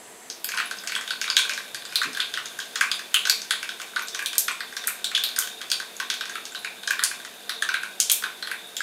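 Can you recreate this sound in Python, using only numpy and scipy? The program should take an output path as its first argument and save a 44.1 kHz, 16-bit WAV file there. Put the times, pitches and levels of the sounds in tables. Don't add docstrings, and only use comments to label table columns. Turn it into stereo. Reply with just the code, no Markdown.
import sys
import numpy as np
from scipy import signal
from scipy.fft import rfft, irfft
from scipy.io import wavfile
from scipy.ndimage import uniform_filter1d

SR = 44100
rng = np.random.default_rng(int(sys.argv[2]) if len(sys.argv) > 2 else 0)


def nominal_scale(level):
    x = np.asarray(level, float) / 20
    return 10 ** x


def dump_mix(stems):
    frames = np.atleast_2d(stems).T
    limited = np.clip(frames, -1, 1)
    pcm = np.round(limited * 32767).astype(np.int16)
    wavfile.write(sys.argv[1], SR, pcm)


N = 388962

# mode_hz, width_hz, level_db
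BOWL_MODES = [(1113, 163, -7), (1300, 167, -15.5), (1532, 135, 0.5), (1596.6, 167, 0), (1891, 368, 0.5)]


def evened(x):
    return x / np.sqrt(np.mean(x ** 2) + 1e-20)


def read(points, hz, axis=1):
    columns = np.transpose(points)
    return np.interp(np.log(hz + 1), np.log(columns[0] + 1), columns[axis])


def add(mix, s, sound):
    part = mix[round(s * SR):][:len(sound)]
    part += sound[:len(part)]


def hum(hz, width, count):
    b, a = signal.iirpeak(hz, hz / width, SR)
    settle = SR // 4
    x = signal.lfilter(b, a, rng.standard_normal(count + settle))
    return evened(signal.lfilter(b, a, x)[settle:])


def burner():
    # pitch_hz, level_db (per Hz)
    high_flame = [(900, -5), (1420, -9), (1830, -3), (2300, -9), (4000, -13), (5800, -16), (6150, -8),
                  (6800, -13), (7750, -5), (8500, -10), (10500, -12), (11500, -17), (14500, -21),
                  (16000, -34)]
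    # pitch_hz, level_db (per Hz)
    low_flame = [(900, -2), (1300, -2), (2500, -3), (3350, -3), (3650, 2), (4000, -4), (5600, -9),
                 (7800, -7), (10500, -7), (13500, -9), (15200, -13), (16000, -24)]
    # time_s, high_share (0-1), level_db
    flame = [
        (0, 1, -47),
        (.28, 1, -47),
        (.4, 0, -48),
        (8.82, 0, -48),
    ]
    # pitch_hz, level_db (per Hz)
    roar_colour = [(15, -56), (25, -22), (49, -22), (102, -13), (140, -10), (205, -6.5), (248, -2),
                   (291, -6.5), (330, -1), (446, 2.5), (514, -0.5), (603, 2), (695, 3.5), (867, -2),
                   (1100, 1.5), (1430, -31), (2420, -120)]
    # mode_hz, width_hz, level_db
    room_modes = [(198.6, 21, -66), (248.7, 13.5, -67), (342, 33, -66.5), (450.5, 13.3, -61),
                  (712, 14.7, -63)]
    # mode_hz, width_hz, level_db
    jets = [(3494, 74, -52.5), (3700, 180, -50)]
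    flicker_db, simmer_from_s, simmer_rise_s, roar_db = 2.5, .45, .15, -52

    t = np.arange(N) / SR
    frames = N // 256 + 5
    hz = np.fft.rfftfreq(1024, 1 / SR)[:, None]
    s, high, level_db = np.transpose(flame)
    high = np.interp(np.arange(frames) * 256 / SR, s, high)
    low = read(low_flame, hz)
    colour = nominal_scale(low + high * (read(high_flame, hz) - low)) * (hz > 950)
    colour = colour / np.sqrt((colour ** 2).mean(0))
    a, b = rng.standard_normal((frames, 513, 2)).T
    hiss = evened(signal.istft((a + 1j * b) * colour, nperseg=1024, noverlap=768)[1][:N])

    modes = sum(nominal_scale(db) * hum(f, width, count=N) for f, width, db in room_modes)
    power = uniform_filter1d(modes ** 2, size=3000) - np.mean(modes ** 2)
    flicker = nominal_scale(flicker_db * (evened(uniform_filter1d(power, size=1500)) - .5))
    simmer = sum(nominal_scale(db) * hum(f, width, count=N) for f, width, db in jets)
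    modes += simmer * flicker * np.clip((t - simmer_from_s) / simmer_rise_s, 0, 1)

    low_hz = np.fft.rfftfreq(N, 1 / SR)
    roar = rfft(rng.standard_normal(N)) * nominal_scale(read(roar_colour, low_hz)) * (low_hz < 1000)
    roar = evened(irfft(roar, N))
    return hiss * nominal_scale(np.interp(t, s, level_db)) + nominal_scale(roar_db) * roar + modes


def ring(modes, t, chance, rise_s, tilt_db=0):
    x = 0
    for k, (hz, width, db) in enumerate(modes):
        cycles = hz * t + k / 2 + (chance[k] - .5) / 4
        x = x + nominal_scale(db + tilt_db * k) * np.exp(-np.pi * width * t) * np.sin(2 * np.pi * cycles)
    x = x * -np.expm1(-t / rise_s)
    return x / np.linalg.norm(x)


def pop(bowl_db, hz, bubble_db, puff_db, crack_db, dry_db, chance):
    # mode_hz, width_hz, level_db
    rim_modes = [(2320, 280, 0.5), (3586, 690, 7), (4070, 910, 9.5)]
    # mode_hz, width_hz, level_db
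    puff_modes = [(5180, 3270, 6.5), (7175, 1430, 2), (6970, 2650, 7.5)]
    # mode_hz, width_hz, level_db
    crack_modes = [(8840, 2930, 2.5), (11170, 1560, -7), (12260, 1740, -12), (14400, 1300, -30.5)]

    def highpassed(x, order, edge_hz):
        return signal.lfilter(*signal.butter(order, edge_hz, "high", fs=SR), x)

    t = np.arange(900) / SR
    stretch = [1 + 0.12 * (chance[5] - .5), 1, 1]
    tighten_db = 0.39 * np.clip(bowl_db + 9, -4, 12)
    rings = [(f, width, db - (abs(f - 1560) > 150) * tighten_db) for f, width, db in BOWL_MODES]
    rings = np.multiply(rings, [1 + .07 * (chance[5] - .5), 1, 1])
    bowl = nominal_scale(bowl_db + 2.0) * ring(rings, t, chance, .0014, 2 * chance[0] - 1)
    width_hz = .14 * hz + .6 * max(hz - 4000, 0)
    bubble = nominal_scale(bubble_db - 0.3) * ring([(hz, width_hz, 0)], t, chance + 1, .0002)
    rim = nominal_scale(bubble_db - 5.0) * ring(rim_modes, t, chance, 0.00013)
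    puff = nominal_scale(puff_db + 2.5) * ring(np.multiply(puff_modes, stretch), t, chance, .0001, dry_db)
    crack = nominal_scale(crack_db + 8.0) * ring(np.multiply(crack_modes, stretch), t, chance[1:], .00006, dry_db)
    husk = highpassed(puff - highpassed(crack, 1, 6000), 2, 3000)
    steam = highpassed(bubble + rim, 2, 0.55 * hz)
    return bowl - steam + husk


def seeds():
    # start_s,
    # bowl_db, bubble_db, puff_db
    plops = [(.4892, -11.5, -14, -10.5), (.5191, -16, -6.5, -27), (.5847, -5, -5, -19),
             (.8741, -13.5, -10, -8), (.9206, -11, -4.5, -16), (1.2143, -8.5, -6, -5.5),
             (1.242, -14, -5.5, -33), (1.4947, -6, -4, -8.5), (1.5105, -16, -9, -37),
             (1.9238, -16, -13, -20), (2.0329, -6.5, -5, -13), (2.8099, 5.5, 0.5, -7),
             (2.8338, -27, -25, -33), (2.9932, -13, -16, -16), (3.6288, -9.5, -6, -18),
             (3.8167, -22, -13, -17), (3.9937, -11, -11.5, -16), (4.1917, -7.5, -7, -20),
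             (4.4825, -2, -4, -10), (4.878, -7.5, -6, -21), (5.1153, -15, -10, -17),
             (6.2958, -12.5, -18, -21), (6.3549, -11.5, -10, -26), (6.6468, -9, -5, -23),
             (6.907, 2.5, -5, -11), (7.1125, -10.5, -13, -40), (7.6895, -2, -3, -14),
             (7.7413, -6.5, -3.5, -20), (7.8328, -6, -9.5, -25), (8.5141, -3, -10, -28)]
    # start_s, bowl_db, bubble_db, puff_db
    spits = [(.3007, -30, -31, -8.5), (2.9154, -25, -34, -17), (.8368, -16.5, -33, -20),
             (.961, -5, -31, -32), (1.0108, -11.5, -40, -19), (1.451, -10, -14, -43),
             (1.8214, -23, -20, -42), (1.8521, -21, -17, -16.5), (2.1318, -25, -28, -15.5),
             (2.1717, -7, -11.5, -21), (2.4575, -20, -12, -16), (3.2714, -3, -22, -9),
             (3.418, -21, -37, -11), (3.5197, -34, -24, -47), (8.2233, -11.5, -20, -19),
             (4.2249, -8.5, -40, -27), (4.354, -16.5, -20, -14), (4.7245, -18, -35, -24),
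             (4.8392, -15, -16.5, -19), (5.1776, -9, -40, -14), (5.4734, -18, -14, -16.5),
             (5.7017, -42, -13, -7.5), (6.2554, -17, -18, -17), (6.4538, -33, -12.5, -14),
             (6.8336, -18.5, -15, -29), (7.0276, -6.5, -14, -30), (7.1997, -20, -22, -39),
             (7.2493, -16, -19, -20), (8.24, -31, -18, -41), (8.8053, -12, -27, -12)]
    # start_s, pitch_hz, bowl_db, bubble_db
    pops = [(0.5742, 2860, -4, -4.5), (0.6008, 2960, -2.5, -6.5), (0.952, 3300, -23, -5),
            (1.077, 3350, -15, -13), (1.3671, 3390, -1, 9.5), (1.3902, 3350, -5, -1.5),
            (1.576, 3480, -7.5, -14), (2.1488, 3420, -16, -11), (2.2021, 3540, -12, 3),
            (2.3392, 3400, -12, -5.5), (2.3738, 2930, -5.5, -7), (2.5895, 3140, -8, -19),
            (2.6018, 3230, -33, -11), (3.143, 3070, -4, 5), (3.253, 3540, -6.5, -3), (3.508, 3430, -0.5, 2),
            (3.691, 3460, -9.5, -9.5), (3.7995, 3480, -13, -14), (4.1475, 3390, -11.5, -8),
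            (4.26, 3580, -37, -1), (5.1509, 3180, -15, 2), (5.422, 3140, -12, -15), (5.615, 3330, -15, -11),
            (6.14, 3360, -16, -9.5), (6.876, 3430, -4, -7), (7.6227, 3420, -3, -6.5), (8.098, 3430, -15, 2),
            (8.238, 3400, -1.5, -11.5), (8.4725, 3430, -11, -11.5), (8.7676, 3450, -31, -6.5),
            (.4442, 4770, -18.5, -6.5), (.711, 4200, -6.5, -12), (.8953, 4400, -14, -11.5),
             (1.1065, 4370, -4, -1.5), (1.2783, 3740, -7.5, -8), (1.301, 4900, -9, -0.5),
             (1.7461, 4600, -13.5, -6.5), (1.9568, 4070, -13.5, 2.5), (2.0159, 3900, 0, -8.5),
             (2.7581, 3570, -7.5, -10), (2.9154, 3550, -12, -1), (3.2973, 4320, -7.5, 5.5),
             (3.9615, 4250, -3.5, -6.5), (4.331, 3270, -16, -8), (4.6056, 4300, -8, -8.5),
             (4.7672, 3550, -11, -8), (5.0433, 3970, -16.5, -5), (5.2377, 4100, -17.5, 1),
             (5.289, 3720, -20, -11), (5.3626, 5060, -12, -7), (5.7164, 4630, -10.5, 1),
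             (5.8, 3950, -8, -13), (6.0003, 4100, -4, -3.5), (6.101, 3550, -8, 0), (6.2092, 3700, -7, -8.5),
             (6.548, 3020, -13, -11), (6.993, 3530, -3.5, -7), (7.0379, 4220, -30, -3.5),
             (7.494, 4000, -8.5, -5), (8.4256, 4260, -11, -12)]
    # start_s, puff_db, crack_db, brightening_db (from ring to ring)
    splits = [(.4442, -17, -9.5, 6.5), (0.546, -17, -23, -9), (1.301, -3, -17, -5), (1.367, 2, -18, 3.5),
              (1.39, -20, -10, -7), (1.536, -9.5, -36, -17), (1.7459, -17, -18.5, 2),
              (1.9574, -20, -10.5, 0), (2.602, -13.5, -30, -3), (2.7573, -6, -16, -1), (3.143, -21, -5, 3),
              (3.253, -7, -18, -4), (3.2972, -3.5, -6, 7.5), (3.5082, -8, -10.5, -3),
              (4.084, -10, -36, -4.5), (4.2601, -15, -12, 5), (4.3815, -1, 1, 4.5), (4.873, -26, -3.5, 6.5),
              (5.044, -3.5, -28, 2), (5.2377, -12, -10.5, 4.5), (5.3885, -3, -4, 4.5),
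              (5.7164, -2.5, -17, 3.5), (6.0003, -8, -16.5, -3), (6.8752, -6.5, -16, -5),
              (7.0376, -1, -2, -3), (7.6231, -15, -14, -4), (8.0016, 4, -4, 1.5), (8.098, -1, -7, 0),
              (8.1169, -13, 2.5, 5.5), (8.7672, -10, -25, 8)]
    plop_hz, spit_hz, silent_db = 2360, 3550, -80
    husk_puff_db, husk_crack_db, wet_tilt_db = -11, -19, 0.5
    husk_follows = 0.69

    rows = []
    for table, hz in ((plops, plop_hz), (spits, spit_hz)):
        for s, bowl, bubble, puff in table:
            crack = husk_crack_db + husk_follows * max(bowl, bubble)
            rows.append((s, bowl, hz, bubble, puff, crack, wet_tilt_db))
    for s, hz, bowl, bubble in pops:
        follow = husk_follows * max(bowl, bubble)
        rows.append((s, bowl, hz, bubble, husk_puff_db + follow, husk_crack_db + follow, wet_tilt_db))
    split_s = np.transpose(splits)[0]
    rows = [(*row[:4], silent_db, silent_db, 0) if abs(split_s - row[0]).min() < .002 else row
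            for row in rows]
    rows += [(s, silent_db, spit_hz, silent_db, *husk) for s, *husk in splits]

    out = np.zeros(N)
    for (s, *parts), chance in zip(rows, rng.random((len(rows), 6))):
        add(out, s, pop(*parts, chance))
    return out


def sizzle():
    # time_s, level_db
    loudness = [
        (.4, -80),
        (.6, -50),
        (1.5, -49),
        (3, -52),
        (6, -53),
        (8.82, -55),
    ]
    bursts_per_s = 450
    size = nominal_scale(3.8 * np.minimum(rng.exponential(1, N), 3.5)) * (rng.random(N) < bursts_per_s / SR)
    kind = rng.integers(0, 12, N)
    out = np.zeros(N)
    for k, c in enumerate(rng.random((12, 8))):
        burst = pop(3 - 12 * c[6], 2300 + 2500 * c[7], 0, -6.0, -9.0, -.5, c)
        out += signal.oaconvolve(size * (kind == k), burst)[:N]
    return evened(out) * nominal_scale(np.interp(np.arange(N) / SR, *np.transpose(loudness)))


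def droplets():
    # start_s, pitch_hz, level_db
    ticks = [(.5085, 6500, -20), (.518, 6300, -24), (0.569, 10000, -17), (.658, 10300, -14),
             (.7862, 4970, -12), (0.787, 6300, -17), (.805, 12500, -26), (0.9614, 8100, -13),
             (1.7461, 6800, -13), (1.895, 5100, -21), (1.9574, 5700, -7), (2.198, 7200, -25),
             (2.4575, 6450, -18), (2.578, 11500, -28), (2.9154, 4920, -0.5), (2.95, 10500, -17),
             (2.958, 8300, -21), (3.143, 6450, -6), (3.2557, 6200, -10), (3.291, 3700, -8),
             (3.2973, 4770, -18), (4.023, 6040, -16), (4.0234, 12000, -16), (4.074, 4000, -20),
             (4.073, 7500, -16), (4.4895, 5500, -20), (4.5153, 7920, -12.5), (5.2377, 5860, -15),
             (5.246, 9000, -18), (5.423, 3100, -13), (5.9665, 6700, -13), (5.9665, 10800, -21),
             (6.1008, 5800, -10), (6.2967, 6350, -15), (6.354, 10300, -21), (6.5212, 7340, -19),
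             (6.555, 3980, -7.5), (6.5546, 5600, -25), (6.592, 11000, -21), (6.6464, 6900, -20),
             (7.345, 13500, -30), (7.494, 10800, -11), (7.494, 12500, -15), (7.494, 5850, -13),
             (7.6895, 6100, -10), (7.69, 2950, -17), (7.7413, 3970, -8), (7.8138, 11300, -26),
             (7.885, 9000, -27), (8.001, 2980, -13), (8.0972, 4860, -7), (8.4253, 4160, -7),
             (8.4725, 11000, -23), (8.6728, 9500, -25), (8.7675, 7300, -9), (0.584, 6300, -15),
             (1.012, 6700, -25), (4.1475, 6000, -8), (3.69, 5430, -22), (2.6016, 6260, -27)]
    # start_s, pitch_hz, level_db
    twins = [(2.7581, 7050, -7), (2.7588, 2880, -12), (2.9154, 3500, -5.5), (3.143, 6900, -3),
             (3.143, 3500, -7), (3.252, 1740, -7.5), (3.253, 4400, -5), (3.2972, 4670, 4.5),
             (3.2973, 5720, 3.5), (3.2981, 7000, 0), (3.297, 13600, -11), (3.9617, 1760, -5.5),
             (4.2599, 5800, -7), (4.26, 8940, -15), (4.48, 3480, -8), (4.7672, 5800, -8.5),
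             (5.044, 4700, -5), (5.1493, 3430, 3.5), (5.363, 9100, -9), (5.7163, 4570, 4),
             (5.7164, 8500, -7), (5.7164, 5550, -2.5), (6.0003, 1520, -21), (6.2092, 2480, -10),
             (6.2092, 5550, -13), (6.3549, 3540, -16), (6.3545, 1300, -10), (6.993, 11000, -19),
             (7.035, 1510, -8), (7.6224, 1730, -3), (7.6896, 1560, 2), (7.742, 1558, 0.5),
             (8.098, 3260, -11), (8.238, 1720, -6), (8.238, 3560, -7), (8.514, 1670, -8.5),
             (8.7675, 1820, -25), (2.2021, 4600, -27), (6.8752, 13000, -24), (1.3906, 9000, -14),
             (1.3906, 14500, -24), (1.853, 4760, -13), (4.3815, 15100, -15), (4.873, 15200, -21),
             (5.3885, 14800, -8), (8.1169, 15200, -8), (.4442, 15000, -20), (8.8053, 1620, 0.5),
             (1.077, 3570, -9.5), (.952, 3270, -7), (1.301, 4800, 0.5), (5.7165, 1600, -12)]
    # start_s, level_db
    bloops = [(.538, -5.5), (2.1965, -4.5), (3.935, -18), (3.967, 1.5), (5.3839, -2.5), (5.608, -18),
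              (7.999, -16), (8.2643, -11), (8.7675, -31), (6.521, -21), (2.164, -14)]
    tick_width, twin_width = 0.056, 0.059

    def levels(hz, db):
        return nominal_scale(db + np.array([0, -4 * (4300 < hz < 7200)]))

    out, t, even = np.zeros((N, 2)), np.arange(900) / SR, np.full(3, .5)
    for s, hz, db in ticks:
        add(out, s, np.outer(ring([(hz, tick_width * hz, 0)], t, even, .0001), levels(hz, db)))
    for s, hz, db in twins:
        add(out, s, np.outer(ring([(hz, twin_width * hz, 0)], t, even, .5 / hz), levels(hz, db)))
    for s, db in bloops:
        add(out, s, nominal_scale(db) * ring(BOWL_MODES[2:], t, even, 0.00026, -2.8)[:, None])
    return out.T


def over_rim(x):
    # pitch_hz, width_hz, level_db
    bands = [(1080, 400, -3), (1560, 400, 1.5), (2400, 600, -3)]
    return x + sum((nominal_scale(db) - 1) * signal.lfilter(*signal.iirpeak(hz, hz / width, SR), x)
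                   for hz, width, db in bands)


def kitchen(x, tail_db, start_s, turn_s, count):
    # pitch_hz, t60_s, level_db
    decay = [(1100, .38, -1), (1550, .38, -8), (1950, .37, -2), (2450, .37, 1), (3500, .36, 0),
             (7000, .33, -3), (14700, .27, -3)]
    # delay_ms, level_db
    hard_echoes = [(8.1, -10), (9.8, -15), (11.8, -13), (13.4, -15), (15.6, -16), (18.4, -16), (19.2, -16),
                   (25.5, -17), (28, -17)]
    # delay_ms, level_db
    dull_echoes = [(27, -5), (39, -13)]
    scatter_db, scatter_from_s, scatter_to_s = 6, .0009, .005
    stove_ms, stove_db = .615, -5

    at, t_s = np.arange(0, SR // 2 - 8, 8), np.arange(N) / SR
    out, echoes = np.zeros(N), np.zeros(SR // 20)
    bright = signal.butter(2, 2200, "high", fs=SR)
    age = np.arange(SR // 2) / SR
    scatter = np.clip(1 - age / scatter_to_s, 0, 1) ** .5
    scatter = nominal_scale(scatter_db) * (age > scatter_from_s) * scatter
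    for k in range(count):
        taps = np.zeros(SR // 2)
        taps[at + rng.integers(0, 8, len(at))] = rng.choice([-1., 1.], len(at))
        hz, t, z = signal.stft(taps, SR, nperseg=256)
        fall_db = read(decay, hz, axis=2)[:, None] - 60 * t / read(decay, hz)[:, None]
        tail = signal.istft(z * nominal_scale(fall_db), SR, nperseg=256)[1][:len(taps)]
        tail = tail * np.clip(age / start_s, 0, 1) ** 2 + signal.lfilter(*bright, tail) * scatter
        share = np.sqrt(2 / count) * np.cos(np.pi * (t_s / turn_s + k / count))
        out += signal.oaconvolve(x * share, nominal_scale(tail_db) * tail / np.linalg.norm(tail))[:N]
    for k, (ms, db) in enumerate(hard_echoes):
        add(echoes, ms / 1000, (-1) ** k * nominal_scale(db) * np.ones(1))
    echoes = signal.lfilter(*bright, echoes)
    add(echoes, stove_ms / 1000, nominal_scale(stove_db) * np.ones(1))
    for ms, db in dull_echoes:
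        add(echoes, ms / 1000, nominal_scale(db) * np.hanning(14) / np.hanning(14).sum())
    return out + signal.oaconvolve(x, echoes)[:N]


def hidden():
    # start_s, pitch_hz, level_db
    bubbles = [(5.15, 3450, 2), (3.143, 3080, 8), (5.7164, 4150, -2), (5.7166, 3400, -6), (8.001, 3100, -7),
               (3.2973, 4100, -3), (5.0433, 3700, -8), (5.2377, 4300, -6), (1.3675, 1080, -9),
               (4.481, 4200, -11), (2.2021, 4300, -9), (.5847, 2900, -7), (.538, 1050, -11),
               (3.253, 4000, -6), (1.2143, 3600, -12), (1.2143, 10500, -17), (6.2092, 3000, -12),
               (.961, 1050, -13), (1.011, 7200, -19), (1.7461, 5800, -19), (6.0003, 1100, -10),
               (8.238, 2400, -10), (7.494, 8200, -17), (6.6468, 2500, -15)]
    # delay_ms, level_db
    reflections = [(4.2, -9), (9.5, -12), (16.5, -9), (19.5, -11), (25.3, -7.5), (43, -14), (49, -13)]
    out, slaps, t = np.zeros(N), np.zeros(SR // 10), np.arange(900) / SR
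    for s, hz, db in bubbles:
        add(out, s, nominal_scale(db) * ring([(hz, 0.14 * hz, 0)], t, [.5], .5 / hz))
    for ms, db in reflections:
        add(slaps, ms / 1000, nominal_scale(db) * np.ones(1))
    out = signal.sosfilt(signal.butter(4, 880, "high", fs=SR, output="sos"), out)
    tail = kitchen(out, tail_db=-1.0, start_s=0.0072, turn_s=0.93, count=3)
    return signal.oaconvolve(out, slaps)[:N] + tail


def far_motor():
    # start_s, length_s, pitch_hz, width_hz, level_db
    motor = (1.45, 1.3, 140, 14, -69)
    s, length, hz, width, db = motor
    out = np.zeros(N)
    drone = hum(hz, width, count=N)[:round(length * SR)]
    add(out, s, nominal_scale(db) * drone * signal.windows.tukey(len(drone), .4))
    return out


def knob():
    # start_s, level_db, pitch_hz, width_hz, t60_s
    knocks = [
        (1.46, -53, 590, 2, 3),
        (2.045, -36, 290, 130, .2),
        (2.065, -42, 240, 60, .35),
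        (2.075, -39, 440, 70, .17),
        (2.06, -46, 200, 90, .3),
        (2.9, -52, 150, 150, .3),
    ]
    out, t = np.zeros(N), np.arange(SR // 4) / SR
    for s, db, hz, width, t60 in knocks:
        knock = nominal_scale(db - 60 * t / t60) * hum(hz, width, count=len(t))
        add(out, s, knock * signal.windows.tukey(len(t), .1))
    return out


def scene():
    no_bass = signal.butter(4, 880, "high", fs=SR, output="sos")
    oil, sent = signal.sosfilt(no_bass, seeds() + droplets() + sizzle())
    mix = nominal_scale(-1.5) * over_rim(oil) + kitchen(sent, tail_db=1.0, start_s=.006, turn_s=1.3, count=3)
    mix = mix + burner() + knob() + hidden() + far_motor()
    return np.array([mix, mix])


def top_cut(x):
    return signal.sosfilt(signal.butter(12, 16830, fs=SR, output="sos"), x)


def record(dry):
    # start_s, level_db
    thumps = [
        (0.301, -45),
        (4.381, -40),
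        (4.871, -42),
        (5.388, -43),
        (7.037, -33),
    ]
    edge_hz, top_hz, top_opens_db = 15780, 16700, -50

    def lowpassed(x, hz):
        taps = signal.firwin(511, hz, window=("kaiser", 8), fs=SR)
        return signal.oaconvolve(x, taps[None], "same")

    excess = dry - np.clip(dry, -.99, .99)
    full = dry - signal.lfilter(*signal.butter(2, 500, "high", fs=SR), excess)
    for s, db in thumps:
        add(full.T, s, nominal_scale(db) * np.hanning(40)[:, None])
    body = lowpassed(full, edge_hz)
    top = lowpassed(full, top_hz) - body
    opens = uniform_filter1d(top ** 2, size=128) > nominal_scale(2 * top_opens_db)
    return top_cut(body + top * uniform_filter1d(opens * 1., size=128))


dry = scene()
out = record(dry)
dump_mix(out)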